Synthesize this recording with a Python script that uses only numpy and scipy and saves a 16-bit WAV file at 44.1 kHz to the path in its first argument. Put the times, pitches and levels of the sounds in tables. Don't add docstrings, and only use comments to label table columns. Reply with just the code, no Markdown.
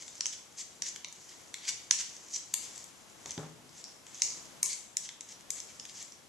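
import sys
import numpy as np
from scipy import signal
from scipy.fft import rfft, irfft, next_fast_len
from scipy.io import wavfile
from scipy.ndimage import map_coordinates

SR = 44100
rng = np.random.default_rng(int(sys.argv[2]) if len(sys.argv) > 2 else 0)


def materialize(psi):
    bounded = np.clip(np.atleast_2d(psi).T, -1, 1)
    quanta = np.round(bounded * 32767).astype(np.int16)
    wavfile.write(sys.argv[1], SR, quanta)


def ratio_of_db(decibels):
    return 10 ** (np.asarray(decibels, float) / 20)


N = 277080

# (time [s], peak [dB], tip ring [Hz], sideways bend [dB], glancing crunch [dB])
HARD_TAPS = [
    (0.2075, -16.5, 5450, -20, -39),
    (0.2566, -19, 5970, -17.5, -14),
    (0.2652, -19.5, 6350, -34, -12),
    (0.821, -15.5, 5940, -23, -20),
    (1.9097, -5.5, 6050, -20, -31),
    (2.539, -15, 7230, -20, 7),
    (4.2194, -11, 6040, -22, -9),
    (4.6293, -11.5, 7360, -27, -12),
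    (4.969, -15, 6800, -26, -22),
    (5.5043, -16.5, 7050, -27, -19),
]
# (time [s], peak [dB], tip ring [Hz], sideways bend [dB])
NUDGES = [(0.0794, -34.5, 7100, -14), (0.9602, -29, 6740, -15), (1.0455, -30, 5800, -9),
          (1.5414, -27.5, 6900, -10), (1.9884, -31, 5570, -13), (3.2586, -31, 6400, -15),
          (3.3071, -24.5, 6340, -30), (3.3775, -37.5, 5160, -8), (3.8405, -32, 5460, -23.5),
          (4.0663, -37, 7100, -15.5), (5.09, -33, 5900, -9.5), (5.208, -29, 6600, -20),
          (5.6017, -27.5, 6300, -23), (5.7976, -28, 5660, -22), (5.8522, -32.5, 6800, -14.5)]
# (time [s], peak [dB], tip ring [Hz])
TICKS = [(0.136, -46, 5700), (1.0846, -38, 6140), (1.1254, -34, 6950), (1.16, -40.5, 6260),
         (2.165, -34.5, 6200), (2.2477, -44.5, 6500), (2.2846, -39, 6000), (2.759, -35, 7200),
         (2.778, -33, 7030), (2.8412, -34.5, 7360), (3.318, -34, 6050), (3.6916, -46, 4730),
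         (4.1448, -34.5, 6400), (4.643, -30, 6800), (4.6563, -27, 6700), (4.659, -23.5, 6700),
         (5.29, -40, 6400), (6.026, -32.5, 7100), (5.8055, -52, 6200), (6.121, -38, 6020)]
# (time [s], pressure [dB])
DRAG_PRESSURE = [(0.0, -43.5), (0.19, -45), (0.38, -57.5), (0.89, -54), (1.0, -66.5), (1.22, -48),
                 (1.77, -52.5), (2.22, -46), (2.71, -56), (3.32, -51), (3.57, -60), (4.13, -54.5),
                 (4.29, -33), (4.46, -51), (5.18, -67), (5.7, -50), (5.96, -47), (6.28, -60.5)]
# (end [s], length [s], level [dB], sideways bend [dB])
STROKES = [(0.034, 0.18, -57, -3), (0.3, 0.013, -59, -6), (0.335, 0.022, -38.5, -9.5),
           (0.613, 0.067, -37, -12), (0.871, 0.039, -38, -9), (0.892, 0.035, -38, -17),
           (1.295, 0.012, -53, -9), (1.325, 0.029, -67, 5.5), (1.659, 0.096, -55, 3),
           (1.69, 0.048, -38.5, -8.5), (1.698, 0.028, -34, -9.5), (2.012, 0.049, -33.5, -9),
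           (2.313, 0.033, -53, -21), (2.339, 0.023, -36.5, -21), (2.366, 0.046, -37.5, -15),
           (2.657, 0.072, -50, -10), (2.832, 0.52, -54.5, -11), (3.318, 0.047, -53.5, 2),
           (3.816, 0.14, -51.5, -12), (4.21, 0.18, -53.5, -6), (4.706, 0.052, -54, -2),
           (4.733, 0.075, -37, -14), (4.78, 0.094, -55, -9), (5.059, 0.054, -42.5, -11),
           (5.325, 0.068, -45.5, -10.5), (5.589, 0.059, -45.5, -8.5), (5.708, 0.07, -56.5, -6),
           (5.896, 0.014, -48, -5), (5.977, 0.051, -51, -10.5), (6.027, 0.094, -49.5, -9.5)]
# (time [s], t60 [s], level [dB], ring [Hz], width [Hz])
SKIDS = [(.213, 0.44, -63, 6000, 2000), (.271, 0.44, -58, 6400, 2000), (1.917, .5, -42, 6960, 2560),
         (2.336, 0.25, -34, 5930, 450), (2.545, 0.32, -55, 6770, 3000), (3.265, 1, -51, 6300, 2500),
         (3.845, .5, -49.5, 5460, 1020), (4.072, 0.55, -58, 6700, 1970), (4.226, 0.3, -30.5, 6330, 1500),
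         (4.636, 0.67, -39, 6860, 2000), (4.63, 0.12, -40.5, 2240, 140), (4.69, 0.46, -48.5, 2195, 140),
         (4.633, 0.15, -45, 1046, 80), (4.70, 0.27, -41, 4500, 900), (4.975, 0.24, -53, 7160, 1990),
         (5.511, 0.74, -49, 7160, 2000)]
# (time [s], bench ring [dB], contact puff [dB])
THUMPS = [
    (3.257, -58, -39),
    (3.3767, -33.5, -33.5),
    (3.395, -58, -37.5),
    (3.43, -64, -39),
    (3.585, -50.5, -52),
    (3.64, -55, -70),
]
# (time [s], half length [s], lift [dB])
ARM_REACHES = [
    (1.45, 0.22, 1),
    (3.335, 0.24, 2),
    (4.39, 0.29, 3),
    (5.793, 0.19, 2.5),
]

# (frequency [Hz], width [Hz], level [dB])
TIP_MODES = [(4540, 1940, -19), (6360, 1100, -4), (7192, 130, -1.5), (7670, 370, -10.5)]
# (frequency [Hz], width [Hz], level [dB])
NECK_MODES = [(3220, 820, 0.5), (3372, 330, 6.5), (4800, 1870, -1.5)]
# (frequency [Hz], width [Hz], level [dB])
SHAFT_MODES = [(1030, 160, -9.5), (1500, 1230, -14), (2274, 600, -6.5)]
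# (frequency [Hz], width [Hz], level [dB])
EDGE_MODES = [(8800, 1000, 4.5), (11180, 2100, -4), (12430, 210, 3.5)]
# (frequency [Hz], level [dB], t60 [s])
BENCH_MODES = [(123, -4.5, 0.18), (155.8, -6.5, 0.7), (169.6, -8.5, 0.35), (205, -19, 0.11),
               (247.7, -6, 0.26), (301, -12.5, 0.25), (424, -9, 0.31), (445, -27, 0.15), (590, -17, 0.1),
               (826, -9, 0.076)]

# (frequency [Hz], density [dB per Hz])
AIR_SPECTRUM = [(12, -45), (20, -18.5), (87, -5), (124, -2.5), (350, -2.5), (424, -6), (472, -4), (587, -5),
                (1070, -5.5), (1260, -7.5), (2230, -11), (3360, -9.5), (3650, -11), (11800, -19.5),
                (13500, -27)]
# (frequency [Hz], left-right likeness [0..1])
AIR_LIKENESS = [(60, 0.046), (230, 0.32), (890, 0.38), (3450, 0.055), (13300, 0.97)]
# (frequency [Hz], left-right difference [dB])
AIR_LEAN = [(60, 5), (300, 6.5), (1200, 3.5), (4000, 0.5), (13000, -3)]
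# (frequency [Hz], left-right difference [dB])
PORT_LEAN = [(1000, -2), (3000, 0.5), (5800, -1.5), (6600, -0.5), (7600, 17), (9000, 3), (13000, 17)]
# (frequency [Hz], left lead [rad])
PORT_LEAD = [(3000, -0.45), (6700, -.1), (8200, -1.4), (12000, -1.2)]
# (frequency [Hz], t60 [s])
ROOM_DECAY = [(150, 1), (1000, 0.48), (3000, 0.6), (7000, 0.44), (11700, 0.48), (12300, 0.19)]


def unit(x):
    return x / np.sqrt(np.mean(x ** 2) + 1e-20)


def along(points, hz):
    f, v = np.transpose(points)
    return np.interp(np.log(hz + 1), np.log(f + 1), v)


def wobble(rate_hz):
    knots = rng.standard_normal(int(N * rate_hz / SR) + 4)
    return map_coordinates(knots, [np.arange(N) * rate_hz / SR])


def filtered(x, response):
    m = next_fast_len(x.shape[-1] + 8192)
    return irfft(rfft(x, m) * response(np.fft.rfftfreq(m, 1 / SR)), m)[..., :x.shape[-1]]


def sides(lean_db):
    return np.array([ratio_of_db(lean_db / 2), ratio_of_db(-lean_db / 2)])


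def body(modes, top_hz=16000):
    def response(f):
        ring = 0
        for k, (hz, width_hz, db) in enumerate(modes):
            resonance = 1j * f * width_hz / (hz * hz - f * f + 1j * f * width_hz)
            ring = ring + (-1) ** k * ratio_of_db(db) * resonance
        return ring * (1j * f / (700 + 1j * f)) ** 2 / (1 + (f / top_hz) ** 7)
    return response


def tail(count):
    hz, t, z = signal.stft(rng.standard_normal((2, count)), SR, nperseg=256)
    decay = ratio_of_db(-60 * t / along(ROOM_DECAY, hz)[:, None])
    left, own = signal.istft(z * decay, SR, nperseg=256)[1]
    share = 0.33
    right = share * left + np.sqrt(1 - share ** 2) * own
    rise = 1 - np.exp(-np.arange(len(left)) / SR / 0.00075)
    return np.array([left, right]) * rise / np.linalg.norm(left)


def taps():
    tick_bend_db, soft_crunch_db, crunch_s = -26, -15, 0.00088
    out, t = np.zeros((2, N + SR)), np.arange(1024) / SR
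    peak = lambda x: x / np.abs(x[0]).max()
    soft = NUDGES + [(*tick, tick_bend_db) for tick in TICKS]
    touches = HARD_TAPS + [(*touch, soft_crunch_db) for touch in soft]
    for s, db, hz, neck_db, crunch_db in touches:
        shaft_db = neck_db - 6.5
        edge_db = -29 + 12.5 * (hz / 1000 - 6)
        edge_db -= 5 * np.clip((-24 - db) / 10, 0, 1)

        contact = np.zeros((3, len(t)))
        contact[0, 132] = 1
        contact[0, 132 + rng.integers(18, 44)] = rng.uniform(.3, .6)
        contact[1:] = .09 * rng.standard_normal((2, len(t))) * np.exp(-np.abs(t - .0034) / .0013)
        crunch = rng.standard_normal(len(t)) * np.exp(-np.abs(t - .0036) / crunch_s)
        contact[0] += ratio_of_db(crunch_db) * crunch

        ring = body([(hz, 800, 6)] + TIP_MODES, top_hz=8430)
        tip = peak(filtered(contact, lambda f: ring(f) / (1 + (4300 / (f + 1)) ** 8)))
        shaft = ratio_of_db(shaft_db + 6.0) * peak(filtered(contact, body(SHAFT_MODES, top_hz=3030)))
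        neck = ratio_of_db(neck_db + 8.0) * peak(filtered(contact, body(NECK_MODES, top_hz=4800)))
        edge = ratio_of_db(edge_db + 4.5) * peak(filtered(contact, body(EDGE_MODES)))
        blow, *chatter = ratio_of_db(db + 0.5) * (tip + shaft + neck + edge)

        bounce = ratio_of_db(-13) * np.array([np.roll(blow, 125), np.roll(blow, 139)])
        room = tail(count=SR // 2 if db > -20 else SR // 5)
        echo = signal.fftconvolve(blow[None], room, axes=1)
        at = round((s - .0022) * SR)
        out[:, at:at + len(t)] += blow + chatter + bounce
        out[:, at + 200:at + 200 + echo.shape[1]] += ratio_of_db(-4) * echo
    return out[:, :N]


def grit(per_second, spread_db, smooth):
    happens = rng.random(N) < per_second / SR
    size = ratio_of_db(spread_db * rng.exponential(1, N))
    slips = happens * size * rng.standard_normal(N)
    return unit(unit(slips) + smooth * rng.standard_normal(N))


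def strokes():
    t = np.arange(N) / SR
    press_db = np.interp(t, *np.transpose(DRAG_PRESSURE))
    low_db = -14 - 0.41 * (press_db + 56.5)
    gains = ratio_of_db(press_db - 8.5 + np.array([0 * low_db, low_db, low_db + 2.0, low_db + 3.0]))
    for end, length, db, bend_db in STROKES:
        near = slice(max(round((end - 2 * length) * SR), 0), round((end + .05) * SR))
        ago = t[near] - end
        rise = np.exp(-(ago / (0.5 * length)) ** 2)
        release = np.exp(-np.abs(ago) / 0.0053)
        swell = np.where(ago < 0, rise, release)
        part_db = np.array([0, bend_db - 8.5, bend_db, -17.5])
        gains[:, near] += ratio_of_db(db + part_db)[:, None] * swell
    return gains


def drag():
    slips = grit(per_second=1500, spread_db=2.5, smooth=1.0)
    slips = slips * ratio_of_db(1.5 * wobble(70))
    tip, shaft, neck, edge = strokes()
    upper = 0.44 * tip * (edge / tip / ratio_of_db(-13.5)) ** 0.28
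    parts = [(0.74 * tip, body(TIP_MODES[:2], top_hz=7600)),
             (upper, body(TIP_MODES[2:], top_hz=8550)),
             (shaft, body(SHAFT_MODES, top_hz=3000)),
             (neck, body(NECK_MODES, top_hz=5000)),
             (edge, body(EDGE_MODES[:2]))]
    rub = np.zeros(N)
    for gain, part in parts:
        rub += gain * unit(filtered(slips, lambda f: part(f) * np.abs(part(f)) ** 0.097))
    echo = np.zeros((2, N + SR))
    for at in np.arange(0, N, SR // 4):
        piece = signal.fftconvolve(rub[None, at:at + SR // 4], tail(count=SR // 2), axes=1)
        echo[:, at:at + piece.shape[1]] += piece
    return rub + ratio_of_db(-3.5) * echo[:, :N]


def skids():
    out, t = np.zeros((2, N + SR)), np.arange(SR // 2) / SR
    slips = np.array([grit(per_second=1500, spread_db=2.2, smooth=.9) for _ in range(3)])
    for s, t60, db, hz, width_hz in SKIDS:
        at = round(s * SR)
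        pair = 0.78 * slips[0, at:at + len(t)] + slips[1:, at:at + len(t)]
        ring = unit(filtered(pair, lambda f: body([(hz, width_hz, 0)])(f) ** 2))
        out[:, at:at + len(t)] += ratio_of_db(db - 60 * t / t60) * (1 - np.exp(-t / 0.0022)) * ring
    return out[:, :N]


def thump():
    out, t = np.zeros((2, N + SR)), np.arange(SR // 2) / SR
    dull = lambda f: 1 / (1 + 1j * f / 600) / (1 + (f / 2200) ** 4)
    for s, ring_db, puff_db in THUMPS:
        ring = np.zeros(len(t))
        for hz, level_db, t60 in BENCH_MODES:
            ring += ratio_of_db(level_db - 60 * t / t60) * np.sin(2 * np.pi * hz * t + rng.normal(0, 0.31))
        rattle = unit(filtered(rng.standard_normal((2, len(t))), dull))
        puff = ratio_of_db(-60 * t / 0.015) * rattle[0]
        lingering = ratio_of_db(-17.5 - 60 * t / 0.37) * (rattle + 1.3 * rattle[0])
        knock = ratio_of_db(ring_db) * ring + ratio_of_db(puff_db) * (puff + lingering)
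        knock = sides(0.29)[:, None] * knock * (1 - np.exp(-t / 0.001))
        echo = signal.fftconvolve(knock, tail(count=SR // 2), axes=1)[:, :len(t)]
        at = round(s * SR)
        out[:, at:at + len(t)] += knock + ratio_of_db(-14) * echo
    return filtered(out[:, :N], lambda f: (1j * f / (60 + 1j * f)) ** 4)


def air():
    def mid_side(hz):
        turn = np.arccos(np.clip(along(AIR_LIKENESS, hz), -1, 1)) / 2
        return ratio_of_db(along(AIR_SPECTRUM, hz)) * [np.cos(turn), np.sin(turn)]
    mid, side = filtered(rng.standard_normal((2, N)), mid_side)
    pair = filtered(np.array([mid + side, mid - side]), lambda hz: sides(along(AIR_LEAN, hz)))
    t = np.arange(N) / SR
    lift_db = sum(db * np.exp(-((t - s) / half_s) ** 2) for s, half_s, db in ARM_REACHES)
    rest_db = -62
    return ratio_of_db(rest_db + lift_db + 4 + 0.72 * wobble(5.61)) * unit(pair)


def scene():
    def ports(hz):
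        lag = np.exp(.5j * along(PORT_LEAD, hz) * np.array([[1], [-1]]))
        return sides(along(PORT_LEAN, hz)) * lag
    return filtered(taps() + skids() + drag(), ports) + thump() + air()


def starved(x, under_db):
    mid_side = np.array([x[0] + x[1], x[0] - x[1]]) / 2
    hz, _, z = signal.stft(mid_side, SR, nperseg=1536)
    bands = np.abs(z[:, :768]).reshape(2, 64, 12, -1).mean(axis=2)
    band_hz = hz[:768:12, None]
    edge_db = 14 * np.clip((band_hz - 12300) / 600, 0, 1)
    need_db = under_db + edge_db + 4 * rng.standard_normal(bands.shape)
    need = bands[:, 6:].max(axis=(0, 1)) * ratio_of_db(need_db)
    keep = ((bands > need) | (band_hz < 8800)).astype(float)
    keep[:, 4] = np.where(bands[:, 4] > ratio_of_db(11) * need[:, 4], 1, .5)
    z[:, :768] *= np.repeat(keep, 12, axis=1)
    mid, side = signal.istft(z, SR, nperseg=1536)[1][:, :N]
    return np.array([mid + side, mid - side])


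def roll_off(x):
    return signal.sosfilt(signal.butter(12, 13910, fs=SR, output="sos"), x)


def record(dry):
    top_hz = 12900
    kept = filtered(dry, lambda hz: np.where(hz < top_hz, 1, ratio_of_db(-30 - (hz - top_hz) / 40)))
    return roll_off(starved(kept, under_db=-30.5))


dry = scene()
out = record(dry)
materialize(out)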